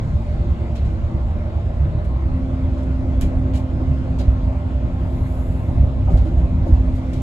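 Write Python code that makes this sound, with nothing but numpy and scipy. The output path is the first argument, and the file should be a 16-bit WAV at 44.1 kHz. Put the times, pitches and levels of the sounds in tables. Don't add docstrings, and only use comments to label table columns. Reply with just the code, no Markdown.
import sys
import numpy as np
from scipy import signal
from scipy.fft import rfft, irfft
from scipy.io import wavfile
from scipy.ndimage import uniform_filter1d

SR = 44100
rng = np.random.default_rng(int(sys.argv[2]) if len(sys.argv) > 2 else 0)


def wav_out(sig):
    wavfile.write(sys.argv[1], SR, np.round(np.clip(np.atleast_2d(sig).T, -1, 1) * 32767).astype(np.int16))


N = 318402
T = np.arange(N) / SR


def amp(db):
    return 10 ** (np.asarray(db) / 20)


def evened(x):
    return x / np.sqrt(np.mean(x ** 2) + 1e-20)


def read(points, hz):
    f, value = np.transpose(points)
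    return np.interp(np.log(hz + 1), np.log(f + 1), value)


def resonance(hz, centre_hz, width_hz):
    return 1 / (1 + (2 * (hz - centre_hz) / width_hz) ** 2)


def coloured(x, gain):
    size = x.shape[-1]
    return irfft(rfft(x) * gain(np.fft.rfftfreq(size, 1 / SR)), size)


def noise(size):
    return rng.standard_normal((2, size))


def slow(hz):
    return evened(coloured(rng.standard_normal(N), lambda f: np.exp(-(f / hz) ** 2)))


def add(mix, start_s, sound):
    part = mix[:, round(start_s * SR):][:, :sound.shape[1]]
    part += sound[:, :part.shape[1]]


# frequency_hz, density_db (per Hz)
ROAD_COLOUR = [(12, -49), (22, -9), (45, -0.5), (80, 0), (150, -11.5), (210, -14), (290, -21.5),
               (430, -27.5), (800, -28), (1700, -39.5), (2800, -46), (4000, -51), (5500, -59),
               (9000, -64.5), (11500, -72), (13000, -86.5), (15500, -87.5)]
# frequency_hz, width_hz, gain_db
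CABIN_MODES = [(70, 14.7, 4.5), (117, 5.1, 2.5), (162.6, 8, 9.5), (340.5, 60, 5.5), (519, 26, 6.5),
               (591.5, 62, 7.5), (658, 56, 4.5), (930, 3.8, 1.5), (1064, 15, 9), (2057, 38, 6.5)]
# time_s, rumble_db, treble_db
ROAD_RIDE = [(0, 1.5, 3.5), (0.701, 0.5, 2), (2.1, -3, -0.5), (2.8, 0, 2), (3.6, -2, 0), (4.1, -1, 2.5),
             (4.798, -4, 0.5), (5.599, 1.5, 1), (6.2, 2, 1.5), (6.601, 1.5, 1.5), (7.22, -4, 5.5)]
ROAD_DB = -22.2
THROB_DB, THROB_HZ = 2, 9
JOLT_DB, JOLT_T60_S, JOLT_FROM_DB = 0.94, 0.18, -13.5
JOLT_RUMBLE, JOLT_ROAR, JOLT_TREBLE = 0.35, 0.35, 0.27
PATCH_DB = 1.75


def jolts(t):
    total = 0
    for start_s, peak_db, _ in FLOOR_THUMPS:
        fade = amp(-60 * np.maximum(t - start_s, 0) / JOLT_T60_S)
        total = total + JOLT_DB * (peak_db - JOLT_FROM_DB) * (t > start_s) * fade
    return total


def road():
    frames, hz = N // 512 + 5, np.fft.rfftfreq(2048, 1 / SR)
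    a, b, c, d, patches = rng.standard_normal((frames, 1025, 5)).T
    patches = uniform_filter1d(patches, size=20, axis=0)
    patches = evened(uniform_filter1d(patches, size=6, axis=1))

    t = np.arange(frames) * 512 / SR
    time_s, rumble_db, treble_db = np.transpose(ROAD_RIDE)
    jolt = jolts(t)
    throb = THROB_DB * np.interp(t, T, slow(THROB_HZ))
    rumble = np.interp(t, time_s, rumble_db) + throb + JOLT_RUMBLE * jolt
    treble = np.interp(t, time_s, treble_db) + JOLT_TREBLE * jolt

    low, mid = (1 / (1 + (hz[:, None] / edge_hz) ** 4) for edge_hz in (220, 3500))
    ride = low * rumble + (mid - low) * JOLT_ROAR * jolt + (1 - mid) * treble
    level_db = read(ROAD_COLOUR, hz)[:, None] + ride + PATCH_DB * patches
    spectrum = np.array([a + 1j * b, c + 1j * d]) * amp(level_db)
    roar = signal.istft(spectrum, nperseg=2048, noverlap=1536)[1][:, :N]

    def cabin(f):
        return amp(sum(db * resonance(f, m, w) for m, w, db in CABIN_MODES))

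    return amp(ROAD_DB) * evened(coloured(roar, cabin))


# time_s, speed_hz (turns per s), hum_db
ENGINE_RUN = [(0, 19.15, -40), (.7, 19.13, -38), (1.5, 19.1, -39), (1.7, 19.2, -43), (2.15, 21.1, -43),
              (2.35, 21.75, -30), (3.5, 21.67, -29.5), (4.3, 21.55, -32), (4.6, 21.46, -34.5),
              (5.5, 21.45, -34), (6.4, 21.48, -33.5), (6.95, 21.55, -30), (7.22, 21.55, -30)]
# multiple (of the shaft speed), level_db, waver_db, wander_rad
HUM = [(10, -14, 1.5, .4), (11, -13, 1.5, .4), (11.5, -20, 2, .4), (12, 0, 1.0, 0.1), (24, -22, 4, 1.8)]
# multiple (of the shaft speed), level_db, waver_db, wander_rad
BOOM = [(2.5, -36, 2.5, .5), (3, -33, 2.5, .7), (3.5, -36, 2.5, .5), (4, -31.5, 2.5, .5),
        (4.5, -33, 2.5, .5), (5.5, -36, 2.5, .5), (6, -37, 2.5, .5), (8, -41, 2.5, .5)]
BOOM_HZ, BOOM_WIDTH_HZ, BOOM_DB = 65, 10, 8


def engine():
    time_s, speed_hz, hum_db = np.transpose(ENGINE_RUN)
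    speed_hz = np.interp(T, time_s, speed_hz)
    turns = np.cumsum(speed_hz) / SR

    def order(multiple, db, waver_db, wander_rad):
        level = np.sqrt(2) * amp(db + waver_db * slow(6.8))
        return level * np.sin(2 * np.pi * multiple * turns + wander_rad * slow(3.85))

    hum = amp(np.interp(T, time_s, hum_db)) * sum(order(*row) for row in HUM)
    boom = 0
    for row in BOOM:
        swell_db = BOOM_DB * resonance(row[0] * speed_hz, BOOM_HZ, BOOM_WIDTH_HZ)
        boom = boom + order(*row) * amp(swell_db)
    return hum + boom


# pitch_hz, level_db, wander_hz
SINGING_PANELS = [(327.7, -44, 9), (373.4, -51, 8), (580, -50, 10), (601.5, -48, 11), (688, -53, 12),
                  (793, -56, 14), (927, -59, 10)]
DRONE_FLUTTER_HZ, DRONE_DRIFT_HZ = 7.6, 1.2


def drone(pitch_hz, level_db, wander_hz):
    turns = np.cumsum(pitch_hz + wander_hz * slow(DRONE_DRIFT_HZ)) / SR
    return amp(level_db) * slow(DRONE_FLUTTER_HZ) * np.sqrt(2) * np.sin(2 * np.pi * turns)


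def drones():
    return np.array([sum(drone(*row) for row in SINGING_PANELS) for _ in range(2)])


# start_s, peak_db, kind
FLOOR_THUMPS = [(1.781, -9, "front"), (2.83, -22, "front"), (3.397, -15.5, "front"), (3.858, -7.5, "front"),
                (4.279, -5.5, "rear"), (4.43, -10, "rear"), (5.773, -8.5, "front"), (6.137, -1, "rear"),
                (6.37, -7.5, "rear"), (6.723, -1, "rear")]
FLOOR_MODES = {"front": [(68.7, 0, .2), (140, -15, .3)], "rear": [(48.5, -9.5, .64), (60.4, 0, .33),
               (75.4, -18, 1.2), (96.4, -14, .62)]}
THUMP_RISE = {"front": .042, "rear": .004}


def thumps():
    out, t = np.zeros((2, N)), T[:SR]
    for start_s, peak_db, kind in FLOOR_THUMPS:
        rise = 1 - np.exp(-(t / THUMP_RISE[kind]) ** 2)
        modes = FLOOR_MODES[kind]
        swing = rise * sum(amp(g - 60 * t / t60) * np.sin(2 * np.pi * hz * t) for hz, g, t60 in modes)
        add(out, start_s, amp(peak_db) * swing / abs(swing).max() * np.ones((2, 1)))
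    return out


# start_s, level_db, brightness_db (per octave)
PANEL_KNOCKS = [(0.479, -32.5, 3), (3.80, -22.5, -3.5), (4.201, -25.5, -8), (5.049, -27, 4.5),
                (5.681, -25, -1.5), (6.071, -23, 9.5), (6.099, -21.5, -5), (6.252, -20, -11.5),
                (6.313, -23.5, -7.5), (6.432, -27, -5), (6.66, -22.5, -5), (6.69, -20.5, -10),
                (6.77, -27, -11)]
# frequency_hz, level_db, width_hz
PANEL_MODES = [(240, -1, 57), (313, 8, 25), (331.7, 9, 18), (367.5, 3.5, 30), (530, 3.5, 36),
               (589, 6.5, 31), (699, -3.5, 140), (783, -2, 100), (917, -4.5, 90), (1230, -16, 200)]
KNOCK_T60_S, KNOCK_RISE_S = 0.15, 0.0069


def knocks():
    out, t = np.zeros((2, N)), T[:SR // 2]
    for start_s, level_db, bright_db in PANEL_KNOCKS:
        modes = [(m, amp(g + bright_db * np.log2(m / 600)), w) for m, g, w in PANEL_MODES]
        burst = coloured(noise(len(t)), lambda f: sum(gain * resonance(f, m, w) for m, gain, w in modes))
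        swing = 0
        for m, gain, w in modes:
            phase = 2 * np.pi * rng.random((2, 1))
            swing = swing + gain * np.sqrt(w) * np.sin(2 * np.pi * m * t + phase)
        fade = amp(level_db - 60 * t / KNOCK_T60_S) * (1 - np.exp(-t / KNOCK_RISE_S))
        uneven = amp(2.0 * evened(uniform_filter1d(rng.standard_normal(len(t)), size=500)))
        add(out, start_s, evened(evened(burst) + evened(swing)) * fade * uneven)
    return out


# start_s (the whole rattle begins 1 ms earlier), level_db, brightness_db (at 12 kHz),
# rise_s, centre_hz (of the clatter)
TRIM_RATTLES = [(0.754, -45.5, -15, 0.0071, 3500), (.85, -52.5, -11, 0.0085, 2980),
                (2.041, -58, 0, 0.0066, 2970), (2.778, -57.5, -19.5, 0.0044, 3000),
                (2.828, -58.5, -6, 0.0051, 3000), (3.211, -42, 3.5, 0.0008, 2600),
                (3.218, -46, -25, 0.00077, 2900), (3.231, -54, -18, .001, 2200),
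                (3.536, -50.5, -27.5, .001, 2300), (3.539, -40.5, -2, 0.02, 2900),
                (3.555, -50.5, -8, .002, 3900), (3.574, -55, -16, .002, 2300),
                (4.187, -42.5, -13, 0.008, 4100), (4.2, -52, -18, .003, 3100),
                (6.10, -46.5, 3.5, 0.033, 4560), (6.17, -48.5, -11, 0.0071, 3580),
                (6.25, -52.5, -1, 0.017, 3470), (6.377, -54, 3, 0.013, 3000),
                (6.665, -50.5, 11, 0.032, 4540), (6.952, -56, 8, 0.0055, 4560),
                (7.133, -50, -8, 0.0025, 3060), (7.163, -57.5, -11, 0.0044, 2970)]
# frequency_hz, density_db (per Hz)
TRIM_COLOUR = [(900, -47.5), (1400, -4), (2400, -5.5), (3300, -2), (4300, -6.5), (5200, -7.5), (6500, -6.5),
               (8000, -7.5), (10500, -10.5), (13000, -19.5), (16000, -29)]
# frequency_hz, t60_s
TRIM_RINGS = [(1440, .025), (2020, .025), (2375, .035), (2900, .02), (3240, .018), (3850, .02),
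              (4100, .025), (4770, .02), (5800, .009), (6500, .01), (7500, .01)]
RATTLE_T60_S, GRAIN_DB = 0.14, 1.8
CRACK_DB, CRACK_DB_PER_MS = 5.5, -1.3
CRACK_BRIGHT_DB = 11
TAPS_PER_S, CLATTER_OCTAVES, MODE_SPREAD_DB = 600, 0.45, 1.2


def trim_ring(centre_hz):
    t, ring = T[:4000], 0
    for hz, t60 in TRIM_RINGS:
        near = np.exp(-(np.log2(hz / centre_hz) / CLATTER_OCTAVES) ** 2 / 2)
        fade = amp(MODE_SPREAD_DB * rng.standard_normal() - 60 * t / t60)
        ring = ring + near * fade * np.sin(2 * np.pi * hz * t)
    return ring / np.linalg.norm(ring)


def rattles():
    out, t = np.zeros((2, N)), T[:SR // 2]
    for start_s, level_db, bright_db, rise_s, centre_hz in TRIM_RATTLES:
        burst = coloured(noise(len(t)), lambda f: amp(read(TRIM_COLOUR, f) + bright_db * f / 12000))
        fade = amp(-60 * t / RATTLE_T60_S) + 0.33 * amp(-25 * t / RATTLE_T60_S)
        shake = (1 - np.exp(-t / rise_s)) * fade
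        grain = amp(GRAIN_DB * evened(uniform_filter1d(rng.standard_normal(len(t)), size=60)))
        chatter = evened(burst) * shake * grain

        taps = evened(noise(len(t)) * (rng.random((2, len(t))) < TAPS_PER_S / SR))
        clatter = signal.fftconvolve(taps * shake, trim_ring(centre_hz)[None], axes=1)[:, :len(t)]

        snap = np.exp(-t / 0.0048) * (1 - np.exp(-t / 0.00056))
        bright = evened(coloured(burst, lambda f: amp(CRACK_BRIGHT_DB * f / 12000)))
        crack = bright * snap * amp(CRACK_DB + CRACK_DB_PER_MS * 1000 * rise_s)
        add(out, start_s - .001, (chatter + clatter + crack) * amp(level_db))
    return out


# frequency_hz, density_db (per Hz)
HISS_COLOUR = [(5000, -24.5), (7000, -3.5), (9000, -7.5), (11500, -4), (14000, -19), (16000, -26)]
AIR_PEAK_S, AIR_DB, AIR_RISE_S, AIR_FALL_S = 5.37, -61.5, 0.23, 0.27


def air():
    hiss = evened(coloured(noise(N), lambda f: amp(read(HISS_COLOUR, f))))
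    spread_s = np.where(T < AIR_PEAK_S, AIR_RISE_S, AIR_FALL_S)
    return hiss * amp(AIR_DB) * np.exp(-.5 * ((T - AIR_PEAK_S) / spread_s) ** 2)


def scene():
    return road() + engine() + drones() + thumps() + knocks() + rattles() + air()


# frequency_hz, likeness (0-1)
PORT_LIKENESS = [(25, 1), (60, 1), (130, 0.81), (270, 1), (450, 0.71), (780, 0.76), (1000, 0.05),
                 (2000, 0.9), (3000, 0), (6000, 0.2), (7200, 1), (9000, 1), (15000, 1)]
# frequency_hz, lead_rad
PORT_LEAD = [(0, 0), (65, .1), (260, .12), (450, .3), (780, .9), (1700, 2.0), (2100, 1.6), (2800, 0),
             (7000, 6.2), (9100, 9.4), (11000, 12.5), (12500, 13.6), (15700, 17.5)]
# frequency_hz, tilt_db
PORT_TILT = [(60, -1), (170, 1.5), (500, 2), (1440, 0.5), (4160, -0.5), (12000, 0)]
EDGE_HZ = 15700


def record(dry):
    hz, (a, b) = np.fft.rfftfreq(N, 1 / SR), rfft(dry)
    same = np.clip(read(PORT_LIKENESS, hz), 0, 1)
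    lead = np.exp(1j * np.interp(hz, *np.transpose(PORT_LEAD)))
    right = same * lead * a + np.sqrt(1 - same ** 2) * b
    tilt = amp(read(PORT_TILT, hz) / 2)
    pair = irfft(np.array([a * tilt, right / tilt]), N)
    pair = pair / (1 + (pair / .95) ** 6) ** (1 / 6)
    band = signal.firwin(511, EDGE_HZ, window=("kaiser", 9), fs=SR)
    return signal.oaconvolve(pair, band[None], "same")


dry = scene()
out = record(dry)
wav_out(out)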